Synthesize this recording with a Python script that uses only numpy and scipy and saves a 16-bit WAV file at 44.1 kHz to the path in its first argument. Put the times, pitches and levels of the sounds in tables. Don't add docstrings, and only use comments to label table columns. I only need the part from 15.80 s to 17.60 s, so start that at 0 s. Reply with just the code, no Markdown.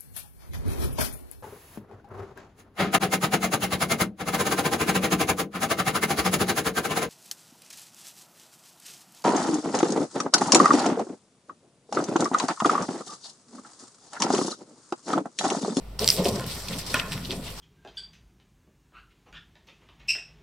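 import sys
import numpy as np
from scipy import signal
from scipy.fft import rfft, irfft, next_fast_len
from scipy.io import wavfile
from scipy.ndimage import uniform_filter1d, map_coordinates

SR = 44100
rng = np.random.default_rng(int(sys.argv[2]) if len(sys.argv) > 2 else 0)


def ratio(d):
    e = np.asarray(d, float) / 20
    return 10 ** e


def store_wav(level_fs):
    pcm = np.round(np.clip(np.atleast_2d(level_fs), -1, 1) * 32767)
    wavfile.write(sys.argv[1], SR, pcm.T.astype(np.int16))


N = 79380


def unit(x):
    return x / np.sqrt(np.mean(x ** 2) + 1e-20)


def along(points, hz):
    f, v = np.transpose(points)
    return np.interp(np.log(hz + 1), np.log(f + 1), v)


def curves(rows):
    s, *cols = np.transpose(rows)
    t = np.arange(N) / SR
    return [np.interp(t, s, c, left=-120 * (k == 0)) for k, c in enumerate(cols)]


def wobble(rate_hz):
    knots = rng.standard_normal(int(N * rate_hz / SR) + 4)
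    return map_coordinates(knots, [np.arange(N) * rate_hz / SR])


def filtered(x, response):
    m = next_fast_len(N + SR // 2)
    return irfft(rfft(x, m) * response(np.fft.rfftfreq(m, 1 / SR)), m)[..., :N]


def peak(f, hz, width_hz):
    return 1j * f * width_hz / (hz * hz - f * f + 1j * f * width_hz)


def resonances(table):
    return lambda f: sum((-1) ** k * ratio(db) * peak(f, hz, w) for k, (hz, w, db) in enumerate(table))


# f/Hz, correlation/0-1
LIKENESS = [(60, 1), (180, 0.83), (550, 0.55), (1650, 0.62), (4970, 0.27), (15000, 0.12)]


def spread(pair, spectrum):
    def response(hz):
        turn = np.arccos(np.clip(along(LIKENESS, hz), -1, 1)) / 2
        return ratio(along(spectrum, hz)) * [np.cos(turn), np.sin(turn)]

    mid, side = filtered(pair, response)
    return unit(np.array([mid + side, mid - side]))


def patchy(patchy_db):
    z = signal.stft(rng.standard_normal((2, N)), nperseg=256)[2]
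    field = uniform_filter1d(rng.standard_normal(z.shape[1:]), 8, 0)
    field = uniform_filter1d(field, 9, 1)
    return signal.istft(z * ratio(patchy_db * unit(field)), nperseg=256)[1][:, :N]


def add(out, s, x):
    out[round(s * SR):][:len(x)] += x


# f/Hz, level/dB per Hz
AIR_SPECTRUM = [(28, -7.5), (90, 3.5), (352, -13.5), (392, -11), (447, -10), (855, -15.5), (1670, -23),
                (3270, -25), (15900, -34)]


def air():
    air_db, hum_hz, hum_db = -45.5, 49, -36
    duck_db, duck_at_s = -8, 0.24
    t = np.arange(N) / SR
    gain_db = duck_db / (1 + np.exp((duck_at_s - t) / 0.019)) - 12 * np.exp(-t / 0.075)
    phase = 2 * np.pi * np.cumsum(hum_hz + 8.0 * wobble(9.2)) / SR
    hum = np.sin(phase) * ratio(gain_db + 1.3 * wobble(10.8))
    return ratio(air_db) * spread(patchy(patchy_db=-0.1), AIR_SPECTRUM) + ratio(hum_db) * hum


# t/s, rubbing level/dB, brightness/dB
SLIDE_CURVE = [(0.19, -35.5, 1.5), (0.26, -30.5, 3), (0.31, -33.5, 11.5), (0.42, -37, 2), (0.495, -36, 1.5),
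               (0.535, -37.5, 1), (0.66, -42.5, -1), (0.72, -35.5, 2.3), (0.86, -37.5, -0.1),
               (0.99, -37.5, -0.8), (1.04, -42, -2), (1.11, -35, 0.5), (1.26, -42.5, 0.1), (1.33, -36.5, 0),
               (1.42, -44, 1), (1.6, -45.5, 2.8), (1.68, -43, 0), (1.8, -41.5, 0)]
# f/Hz, level/dB per Hz
RUB_SPECTRUM = [(400, -56), (800, -4.5), (1400, -5), (2500, -7.5), (5500, -3.5), (9300, -9.5),
                (13000, -13.5), (15900, -19.5)]


def scrape():
    grains_per_s, grain_spread_db, grain_top, grain_db = 1400, 3, 1.4, -1.5
    level_db, tilt_db = curves(SLIDE_CURVE)
    size_db = grain_spread_db * np.minimum(rng.exponential(size=N), grain_top)
    slips = (rng.random(N) < grains_per_s / SR) * ratio(size_db)
    grains = np.sqrt(np.abs(uniform_filter1d(slips ** 2, size=24))) * rng.standard_normal((2, N))
    rub = spread(patchy(patchy_db=3.5) + ratio(grain_db) * unit(grains), RUB_SPECTRUM)
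    high = filtered(rub, lambda f: 1 / (1 + (6500 / (f + 1)) ** 4))
    tilted = ratio(-tilt_db) * (rub - high) + ratio(tilt_db) * high
    return ratio(level_db + 1.2 * wobble(34.67)) * tilted


def panel_edge(f):
    return (1j * f / (45 + 1j * f)) ** 4 / (1 + 1j * f / 1100) ** 2


# t/s, panel load level/dB, small-panel share/dB
PUSH_CURVE = [(0.19, -46, -10), (0.212, -30, 3), (0.24, -33.5, 3.5), (0.35, -40.5, -2), (0.40, -24, 0.5),
              (0.448, -37, 7.5), (0.47, -28, 6.5), (0.52, -32.5, 1), (0.58, -36, 2.5), (0.72, -41.5, -3.5),
              (0.87, -45, 1.5), (0.91, -34, -5), (1.05, -41, -7.5), (1.16, -34, 0), (1.29, -38.5, -4.5),
              (1.47, -38, -7.5), (1.52, -31.5, -7.5), (1.8, -52.5, -1)]
# f/Hz, width/Hz, level/dB
PANEL_MODES = [(76, 30, -3), (125, 17.2, 1.5), (164.5, 30.7, 1.5), (205.5, 36.7, 0), (261, 35, -2.5),
               (400, 78, -4), (549.5, 62.5, -2.5), (673, 59, -4.5), (1040, 130, -10)]


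def creak():
    def strained(modes):
        lumps = ratio(2.56 * wobble(59.58)) * rng.standard_normal(N)
        return filtered(lumps, lambda f: resonances(modes)(f) * panel_edge(f))

    load_db, small_db = curves(PUSH_CURVE)
    big, small = strained(PANEL_MODES[:5]), strained(PANEL_MODES[5:])
    return ratio(load_db) * (big + ratio(small_db) * small) / np.std(big + small)


# t/s, peak level/dB, f/Hz, rustle after it/dB
SNAP_EVENTS = [(0.1934, -12.5, 5300, -23), (.2442, -10, 4900, -36), (.2771, -3, 4350, -17),
               (0.2773, -3.5, 5800, -33), (0.2886, 0, 5470, -35), (0.2887, -13.5, 3050, -20),
               (0.3026, 2, 5190, -28.5), (.3044, -21, 5300, -24), (0.3166, -13, 5150, -23),
               (0.3266, -15, 9250, -6), (.3654, -20.5, 4500, -20), (0.3731, -22.5, 3840, -2),
               (0.4455, -16.5, 5300, -7.5), (0.4554, -17.5, 3000, -16), (0.6082, -25, 9100, -36),
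               (0.6422, -28.5, 3900, -28), (.6655, -31, 4050, -8), (.6657, -21.5, 11400, -12),
               (.354, -28, 10500, -16), (0.883, -24, 2650, -19), (0.912, -27, 9600, -7),
               (0.9864, -17, 9600, -17), (1.065, -29, 5340, -5), (1.1435, -19, 2400, -6),
               (.2772, -10, 8600, -30), (1.1445, -22, 8150, -13), (1.32, -29, 3200, -2),
               (1.508, -19.5, 3270, -8), (1.704, -25.5, 11170, -12.5)]


def snaps():
    rise_cycles, decay_cycles = 0.8, 7.96
    overtone, overtone_db = 1.8, -9.5
    crack_db, crack_grows, crack_width, crack_top_hz = -8.5, 0.46, 1, 10500
    rustle_t60_s, rustle_rise_s, rustle_width = 0.15, 0.0092, 2.7
    pops, rustle, t = np.zeros(N + SR), np.zeros((N + SR, 2)), np.arange(SR // 5) / SR
    f = np.fft.rfftfreq(len(t), 1 / SR)

    def band(count, width, hz):
        noise = rfft(rng.standard_normal((count, len(t))))
        top = 1 + (f / max(crack_top_hz, 2.3 * hz)) ** 4
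        return unit(irfft(noise * peak(f, 1.033 * hz, width * hz) ** 2 / top, len(t)))

    for s, db, hz, tail_db in SNAP_EVENTS:
        cycles = t * hz
        crack = band(1, crack_width, hz)[0]
        hiss = band(2, rustle_width, hz)
        ring = np.sin(2 * np.pi * cycles) + ratio(overtone_db) * np.sin(2 * np.pi * overtone * cycles)
        ring += ratio(crack_db - crack_grows * db) * crack
        decay = ratio(db - 3.5 - 20 * (cycles / decay_cycles) ** 2)
        add(pops, s, unit(ring) * decay * np.clip(cycles / rise_cycles, 0, 1))
        swell = ratio(db + tail_db - 60 * t / rustle_t60_s) * (1 - np.exp(-t / rustle_rise_s))
        add(rustle, s, (swell * hiss).T)
    wide = spread(rustle[:N].T, [(100, 0)]) * np.std(rustle[:N])
    return pops[:N], ratio(0.63 * wobble(70.4)) * wide


# t/s, peak level/dB, f/Hz
THUD_EVENTS = [(.208, -20, 206.6), (.228, -25.5, 461), (0.274, -23, 125), (0.3958, -12, 184.5),
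               (.3975, -15, 510), (.413, -19.5, 409), (0.4543, -13, 384), (.4555, -18, 700),
               (0.458, -25, 107), (.468, -15.5, 70.5), (0.473, -23.5, 396), (.481, -16, 205),
               (.499, -25, 590), (0.515, -19, 110), (.513, -24, 400), (.536, -19.5, 201), (.551, -19, 184),
               (.575, -24.5, 388), (0.59, -21, 130), (.598, -23, 1041), (0.667, -23.5, 121),
               (.735, -28, 108.6), (1.139, -28, 607), (1.141, -21.5, 262), (1.166, -26, 118),
               (1.31, -24, 163.4), (1.347, -20, 125), (1.455, -35, 125), (1.492, -24, 376),
               (1.572, -24.5, 202)]


def thuds():
    rise_s, t60_s, gain_db = 0.0021, 0.11, -2.5
    out, t = np.zeros(N + SR), np.arange(SR // 4) / SR
    for s, db, hz in THUD_EVENTS:
        shape = ratio(db + gain_db - 60 * t / t60_s) * (1 - np.exp(-t / rise_s))
        phase = 2 * np.pi * hz * t
        add(out, s, shape * (np.sin(phase) + 0.18 * np.sin(2.4 * phase) + 0.2 * np.sin(1.7 * phase)))
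    return filtered(out[:N], panel_edge)


# centre t/s, half length/s, level/dB, colour f/Hz
STROKE_EVENTS = [(0.223, 0.014, -34, 4430), (0.465, 0.0072, -33, 4680), (0.491, 0.0067, -28.5, 5600),
                 (0.559, 0.0059, -34, 5100), (0.71, 0.025, -36, 4100), (0.888, 0.003, -30, 4760),
                 (0.935, 0.0075, -36.5, 3320), (0.996, 0.012, -34.5, 5700), (1.074, 0.0093, -34.5, 5200),
                 (1.115, 0.019, -35, 4800), (1.199, 0.004, -25.5, 2600), (1.225, 0.025, -42, 1600),
                 (1.32, 0.0095, -51, 3500), (1.453, 0.015, -41, 3720), (1.506, 0.012, -36.5, 3500),
                 (1.677, 0.029, -41.5, 3320)]


def strokes():
    width = 0.89
    t, out = np.arange(N) / SR, np.zeros((2, N))
    for s, half_s, db, hz in STROKE_EVENTS:
        grit = ratio(3.0 * wobble(500)) * rng.standard_normal((2, N))
        coloured = unit(filtered(grit, lambda f: peak(f, hz, width * hz) ** 2))
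        out += ratio(db) * np.exp(-((t - s) / half_s) ** 2 / 2) * coloured
    return spread(out, [(100, 0)]) * np.std(out)


# t/s, peak level/dB, colour f/Hz
TICK_EVENTS = [(0.32, -21, 2500), (.392, -26, 3500), (0.448, -21, 6570), (.484, -18, 5800),
               (.4715, -20, 5500), (0.5966, -24, 1300), (0.596, -23, 4500), (1.1418, -12.5, 5500),
               (1.1439, -13.5, 5800), (1.157, -22, 2200), (1.192, -28, 1900), (1.1998, -24, 1600),
               (1.2016, -23, 3200), (1.214, -28, 1600), (1.3197, -24, 2570), (1.321, -21, 4140),
               (1.326, -21, 2600), (1.332, -19, 2680), (1.338, -24.5, 2880), (1.378, -26, 2120),
               (1.515, -20, 3500), (1.524, -28, 3500)]


def ticks():
    t60_s, width = 0.013, 1.46
    out, t = np.zeros(N + SR), np.arange(SR // 40) / SR
    f = np.fft.rfftfreq(len(t), 1 / SR)
    for s, db, hz in TICK_EVENTS:
        noise = rfft(rng.standard_normal(len(t)))
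        burst = unit(irfft(noise * peak(f, hz, width * hz) ** 2, len(t)))
        add(out, s, ratio(db - 5.5 - 60 * t / t60_s) * burst)
    return out[:N]


FLAP_TIMES = [1.143, 1.156, 1.188, .6]
# level/dB, rattle t60/s
FLAP_SLAPS = [(-21.5, 0.072), (-33.5, 0.56), (-41, 0.12), (-40, 0.39)]
# f/Hz, width/Hz, level/dB
FLAP_MODES = [(1055, 43, 3), (1407, 51, 2.5), (1750, 210, -3.5), (2000, 210, -24), (2560, 170, -10.5),
              (3500, 310, -21)]


def flap():
    shake, t = np.zeros(N + SR), np.arange(SR // 2) / SR
    for s, (db, t60_s) in zip(FLAP_TIMES, FLAP_SLAPS):
        add(shake, s, ratio(db - 60 * t / t60_s))
    drive = ratio(2.8 * wobble(150)) * rng.standard_normal(N)
    body = resonances(FLAP_MODES)
    return filtered(shake[:N] * drive, body) / np.std(filtered(drive, body))


# f/Hz, level/dB, t60/s
KNOCK_MODES = [(640, -24, .03), (950, -25, .025), (1440, -17, .045), (1780, -15, .03), (2520, -15, .03),
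               (3250, -21, .025)]


def knock():
    at_s, rise_s = 1.1418, 0.0006
    out, t = np.zeros(N + SR), np.arange(SR // 10) / SR
    ring = sum(ratio(db - 60 * t / t60_s) * np.sin(2 * np.pi * hz * t) for hz, db, t60_s in KNOCK_MODES)
    add(out, at_s, -ring * (1 - np.exp(-t / rise_s)))
    return out[:N]


# f/Hz, t60/s
ROOM_DECAY = [(200, 0.49), (2000, 0.88), (10000, 0.048)]


def room(x):
    noise = spread(rng.standard_normal((2, N)), [(100, 0)])[:, :SR // 2]
    hz, t, z = signal.stft(noise, SR, nperseg=256)
    tail = signal.istft(z * ratio(-60 * t / along(ROOM_DECAY, hz)[:, None]), SR, nperseg=256)[1]
    delayed = np.pad(x, (150, 0))[None]
    return signal.fftconvolve(delayed, tail / np.linalg.norm(tail[0]), axes=1)[:, :N]


def scene():
    room_db, lag_s = -17, 1.6e-5
    background, rubbing = air(), scrape()
    pops, rustle = snaps()
    low = creak() + thuds()
    sharp = pops + ticks() + flap() + knock()
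    sides = np.array([[-1], [1]])
    aside = filtered(sharp, lambda f: np.exp(np.pi * 1j * f * lag_s * sides))
    near = low * ratio(-0.4 * sides) + aside * ratio(0.3 * sides)
    return near + rustle + rubbing + strokes() + ratio(room_db) * room(low + sharp) + background


# f/Hz, width/Hz, depth/0-1
CASING_DIPS = [(1632, 140, 0.75), (6610, 1220, 0.76), (10430, 970, 1)]


def casing(f):
    return np.prod([1 - np.clip(d, 0, .95) * peak(f, hz, w) for hz, w, d in CASING_DIPS], axis=0)


def roll_off(x):
    return signal.sosfilt(signal.butter(12, 16050, fs=SR, output="sos"), x)


def record(dry):
    top_hz, offset = 16000, -0.0026
    dips = filtered(dry, casing)
    held = dips / (1 + np.abs(dips) ** 16) ** (1 / 16)
    limited = filtered(held, lambda f: (f < top_hz) / (1 + (f / 16500) ** 12))
    return roll_off(limited + offset)


dry = scene()
out = record(dry)
store_wav(out)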